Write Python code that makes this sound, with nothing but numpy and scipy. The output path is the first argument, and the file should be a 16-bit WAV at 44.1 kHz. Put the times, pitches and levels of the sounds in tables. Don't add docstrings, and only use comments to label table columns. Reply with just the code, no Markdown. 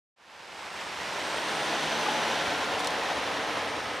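import sys
import numpy as np
from scipy import signal
from scipy.fft import rfft, irfft
from scipy.io import wavfile

SR = 44100
rng = np.random.default_rng(int(sys.argv[2]) if len(sys.argv) > 2 else 0)


def to_wav(s):
    ch = np.atleast_2d(s).T
    pcm = np.round(np.clip(ch, -1, 1) * 32767)
    wavfile.write(sys.argv[1], SR, pcm.astype(np.int16))


N = 176400
T = np.arange(N) / SR
HZ = np.fft.rfftfreq(N, 1 / SR)

# time in seconds, four-stroke cycles per second.
ENGINE_SPEED = [(0, 8.09), (.6, 8.14), (1.1, 8.365), (1.5, 8.56), (2, 8.865), (2.5, 9.115), (3, 9.335),
                (3.5, 9.475), (4, 9.53)]
# time in seconds, level in dB.
PASS_LEVEL = [(.21, -31.5), (.31, -33), (.44, -32), (.53, -33.5), (.59, -31.3), (.72, -32.7), (.81, -30),
              (.93, -31.5), (1.15, -30.5), (1.5, -30.5), (1.85, -29.5), (2.1, -29), (2.45, -29.5),
              (2.8, -30.5), (3.2, -30.4), (3.6, -31.5), (4, -33.5)]
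# frequency in Hz, relative level in dB.
COMING_COLOUR = [(20, -40), (35, -39), (55, -14), (80, -7), (120, -12), (190, -7), (260, -8), (400, -2.5),
                 (530, -1), (720, 1), (900, 4.5), (1200, 0.5), (1800, 0.5), (3000, -3.5), (5400, -11),
                 (8350, -19.5), (11000, -26.5), (15500, -40)]
BESIDE_COLOUR = [(20, -44), (35, -34), (55, -19), (110, -14.5), (190, -13), (300, -4), (370, -6.5),
                 (470, -3), (680, 0.5), (880, -0.5), (955, -3.5), (1020, 3), (1120, -6), (1550, -3),
                 (1850, -2.8), (2400, -6), (3100, -5.5), (3700, -7), (5000, -13.5), (6300, -18),
                 (7300, -21), (9300, -25.5), (11000, -33), (13000, -34.5), (15500, -48)]
LEAVING_COLOUR = [(15, -58), (25, -24), (82, -5), (193, -7), (281, 2), (378, -7), (421, 2.5), (567, 3.5),
                  (631, 2.5), (871, 4.5), (1170, 0), (1270, 4.5), (1380, -1), (1800, 1.5), (2230, -1.5),
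                  (3440, -5.5), (4870, -12), (5580, -11.5), (7700, -23), (9300, -24.5), (15500, -41)]
# frequency in Hz, relative level in dB.
BLOCK_COLOUR = [(100, 1), (400, 3), (1500, -5), (4000, -1), (10000, -1)]
# pitch as a multiple of the engine cycle rate,
# time when loudest in seconds, level in dB, width of the swell in seconds.
HUM_TONES = [(18, 2.1, -52, .6), (25.55, 2.05, -49, .35), (32, 2.45, -51.5, .7), (36, 1.6, -52, .4),
             (37.9, 1.8, -52, .5), (48, 2.5, -52, .4), (49.85, 1.7, -49.5, .4), (58, 2.4, -47.5, .35),
             (60, 2.8, -47.5, .9), (70, 1.45, -49, .4), (81.25, 2.65, -45, .35), (92, 3, -46, .45),
             (93, 1.9, -45, .3), (95.3, 2.1, -43, .2), (99, 2.8, -49, .45), (108.1, 2.7, -47, .7),
             (118.1, 3.15, -50, .5), (151.4, 1.55, -49, .25), (152.15, 2.45, -45, .3),
             (168.35, 1.9, -47.5, .25), (169.15, 2.55, -48.5, .3)]
# time in seconds, frequency in Hz.
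TURBO_PITCH = [(.3, 8020), (.7, 8060), (1.05, 8160), (1.3, 8420), (1.6, 9010), (1.9, 9570), (2.3, 10160),
               (2.58, 10320), (3.03, 9600), (3.35, 9250), (3.7, 8820), (4, 8450)]
# time in seconds, level in dB.
TURBO_SWELL = [(.3, -70), (.65, -55), (1.08, -63), (1.3, -51), (1.43, -57), (1.56, -52), (1.76, -60),
               (1.95, -60), (2.12, -57), (2.33, -63), (2.85, -69), (3.15, -61), (3.35, -65), (3.72, -59),
               (4, -61)]
# time in seconds, frequency in Hz.
INTAKE_PITCH = [(.5, 5100), (.9, 5340), (1.25, 5770), (1.6, 5990), (2.1, 5920), (2.55, 5700), (2.9, 5700)]
# time in seconds, level in dB.
INTAKE_SWELL = [(.5, -55), (.9, -52), (1.25, -53), (1.6, -51.5), (2.102, -46.5), (2.55, -51), (2.8, -71)]
# start in seconds, level in dB.
RATTLE_STRIKES = [(2.7918, -34), (2.8002, -33.5), (2.807, -40), (2.844, -32), (2.855, -42), (2.8706, -25.5),
                  (2.905, -37)]
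# frequency in Hz, relative level in dB.
CONTACT_COLOUR = [(500, -13), (2000, -3), (3400, 9.5), (7300, -2), (9300, -0.5), (12000, -17), (15500, -16)]
# frequency in Hz, level in dB within a strike,
# time to die away by 60 dB in seconds.
METAL_MODES = [(3180, -13, .068), (3693, -16, .046), (4150, -17, 0.069), (5700, -14, .04)]
# centre time in seconds, frequency in Hz, level in dB, length in seconds.
DULL_BUMPS = [(2.066, 1190, -27.5, 0.0062), (2.088, 850, -23, 0.0031), (2.482, 78, -40, 0.0091),
              (3.119, 760, -26, 0.0048)]
# time in seconds, level in dB.
RUMBLE_LEVEL = [(.2, -62), (1, -65), (2, -76), (2.7, -59), (3.4, -58), (4, -63)]
# frequency in Hz, relative level in dB.
TYRE_COLOUR = [(25, -36), (45, -13), (75, 9), (110, -1), (220, 16), (400, -4), (1000, -30)]
# frequency in Hz, level in dB.
WIDTH_COLOUR = [(60, -23), (250, -17.5), (1000, -12.5), (4000, -14.5), (8000, -12), (12000, -26)]
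# time in seconds, left minus right in dB.
STEREO_LEAN = [(0, -1), (1.2, 0), (2, 0.55), (4, 0.5)]
# frequency in Hz, level in dB.
LEFT_TINT = [(100, -1), (450, 0), (1000, -0.17), (2000, -1), (4000, -1.5), (12000, -0.5)]

COMING_S, BESIDE_S, LEAVING_S = 1, 1.84, 3.9
ROAR_DB, KNOCK_DB, CLATTER_DB = 0.5, -5, -11
CYLINDERS, VALVE_BEATS = 8, 16
KNOCK_T60, KNOCK_SPREAD_DB = 0.098, 0.2
KNOCK_PATH_S = .011
CLATTER_DEPTH, CLATTER_SPREAD_DB = 1, 1
TONE_WAVER, TONE_DRIFT = 0.26, 0.4
TONE_ROUGH, TONE_ROUGH_HZ = 0.44, 22
WHISTLE_JITTER_HZ = 25
TURBO_WIDTH_HZ, TURBO_FUZZ = 160, 0.98
INTAKE_WIDTH_HZ, INTAKE_FUZZ = 450, 0.93
RATTLE_RISE_S, RATTLE_T60 = 0.0018, 0.024
RATTLE_SCATTER_DB, RATTLE_SCATTER_T60 = -22.5, .09
FADE_START_S, FADE_END_S, FADE_SHAPE = .16, 1.57, 0.88


def amp(db):
    return 10 ** (np.asarray(db) / 20)


def unit(x):
    return x / np.sqrt(np.mean(abs(x) ** 2) + 1e-20)


def curve(rows):
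    return np.interp(T, *np.transpose(rows))


def colour(x, points):
    hz, db = np.transpose(points)
    gain = amp(np.interp(np.log(HZ + 1), np.log(hz + 1), db))
    return irfft(rfft(x) * gain, N)


def wander(rate_hz):
    smoothing = np.exp(-.5 * (HZ / rate_hz) ** 2)
    return unit(irfft(rfft(rng.standard_normal(N)) * smoothing, N))


def cycles():
    return np.cumsum(curve(ENGINE_SPEED)) / SR


def body():
    drive = amp(KNOCK_DB) * knocks() + amp(CLATTER_DB) * clatter() + amp(ROAR_DB) * roar()
    views = (COMING_COLOUR, BESIDE_COLOUR, LEAVING_COLOUR)
    shares = [np.interp(T, [COMING_S, BESIDE_S, LEAVING_S], row) for row in np.eye(3)]
    mix = sum(share * unit(colour(drive, view)) for share, view in zip(shares, views))
    return amp(curve(PASS_LEVEL)) * mix


def knocks():
    firing = np.floor(cycles() * CYLINDERS).astype(int)
    at = np.flatnonzero(np.diff(firing))
    strength = amp(KNOCK_SPREAD_DB * rng.standard_normal(len(at)))
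    ring_time, out = T[:SR // 10], np.zeros(N)
    for cylinder in range(CYLINDERS):
        blows = np.zeros(N)
        blows[at] = strength * (firing[at] % CYLINDERS == cylinder)
        age = ring_time - KNOCK_PATH_S * rng.random()
        ring = rng.standard_normal(len(ring_time)) * amp(-60 * age / KNOCK_T60) * (age > 0)
        out += signal.oaconvolve(blows, ring)[:N]
    return colour(unit(out), BLOCK_COLOUR)


def clatter():
    gate = 1 + CLATTER_DEPTH * np.cos(2 * np.pi * cycles() * VALVE_BEATS)
    unevenness = amp(CLATTER_SPREAD_DB * wander(rate_hz=72))
    return unit(gate * unevenness * rng.standard_normal(N))


def roar():
    flutter = amp(0.55 * wander(rate_hz=14))
    return unit(rng.standard_normal(N) * flutter)


def hum():
    turns, out = cycles(), np.zeros(N)
    for order, peak_s, db, width_s in HUM_TONES:
        swell = 1 / np.sqrt(1 + ((T - peak_s) / width_s) ** 4)
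        level = amp(db) * swell * (1 + TONE_WAVER * wander(rate_hz=4.3))
        phase = 2 * np.pi * (order * turns + rng.random()) + TONE_DRIFT * wander(rate_hz=1.9)
        smear = TONE_ROUGH * wander(TONE_ROUGH_HZ) * np.cos(phase)
        out += level * np.sqrt(2) * (np.sin(phase) + smear)
    return out


def whistles():
    turbo = whistle(TURBO_PITCH, TURBO_SWELL, TURBO_WIDTH_HZ, TURBO_FUZZ)
    intake = whistle(INTAKE_PITCH, INTAKE_SWELL, INTAKE_WIDTH_HZ, INTAKE_FUZZ)
    return turbo + intake


def whistle(pitch, level, width_hz, fuzz_share):
    share = np.clip(fuzz_share, 0, 1)
    air = np.sqrt(share) * (wander(width_hz / 2) + 1j * wander(width_hz / 2))
    pure = np.sqrt(2 * (1 - share))
    hz = curve(pitch) + WHISTLE_JITTER_HZ * wander(rate_hz=13.76)
    carrier = np.exp(2j * np.pi * np.cumsum(hz) / SR)
    return amp(curve(level)) * ((air + pure) * carrier).real


def rattle():
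    hiss, out = unit(colour(rng.standard_normal(N), CONTACT_COLOUR)), np.zeros(N)
    for start_s, db in RATTLE_STRIKES:
        age = np.maximum(T - start_s - RATTLE_RISE_S, 0)
        scatter = amp(RATTLE_SCATTER_DB - 60 * age / RATTLE_SCATTER_T60)
        contact = hiss * (amp(-60 * age / RATTLE_T60) + scatter)
        ring = np.zeros(N)
        for hz, mode_db, t60 in METAL_MODES:
            ring += amp(mode_db - 60 * age / t60) * np.sin(2 * np.pi * hz * (T - start_s))
        rise = np.clip((T - start_s) / RATTLE_RISE_S, 0, 1)
        out += amp(db) * rise * (contact + ring)
    return out


def bumps():
    out = np.zeros(N)
    for centre_s, hz, db, length_s in DULL_BUMPS:
        swell = np.exp(-((T - centre_s) / length_s) ** 2)
        out += amp(db) * swell * np.sin(2 * np.pi * hz * (T - centre_s))
    return out


def rumble():
    return amp(curve(RUMBLE_LEVEL)) * unit(colour(rng.standard_normal(N), TYRE_COLOUR))


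def scene():
    truck = body() + rumble() + hum() + whistles() + rattle() + bumps()
    side = colour(body() + rumble() + whistles() + rattle(), WIDTH_COLOUR)
    lean = amp(curve(STEREO_LEAN) / 2)
    left = colour(truck + side, LEFT_TINT) * lean
    right = (truck - side) / lean
    return np.array([left, right])


def record(dry):
    fade = np.clip((T - FADE_START_S) / (FADE_END_S - FADE_START_S), 0, 1) ** FADE_SHAPE
    low_pass = signal.firwin(511, 15500, window=("kaiser", 9), fs=SR)
    return signal.oaconvolve(dry * fade, low_pass[None], "same")


dry = scene()
out = record(dry)
to_wav(out)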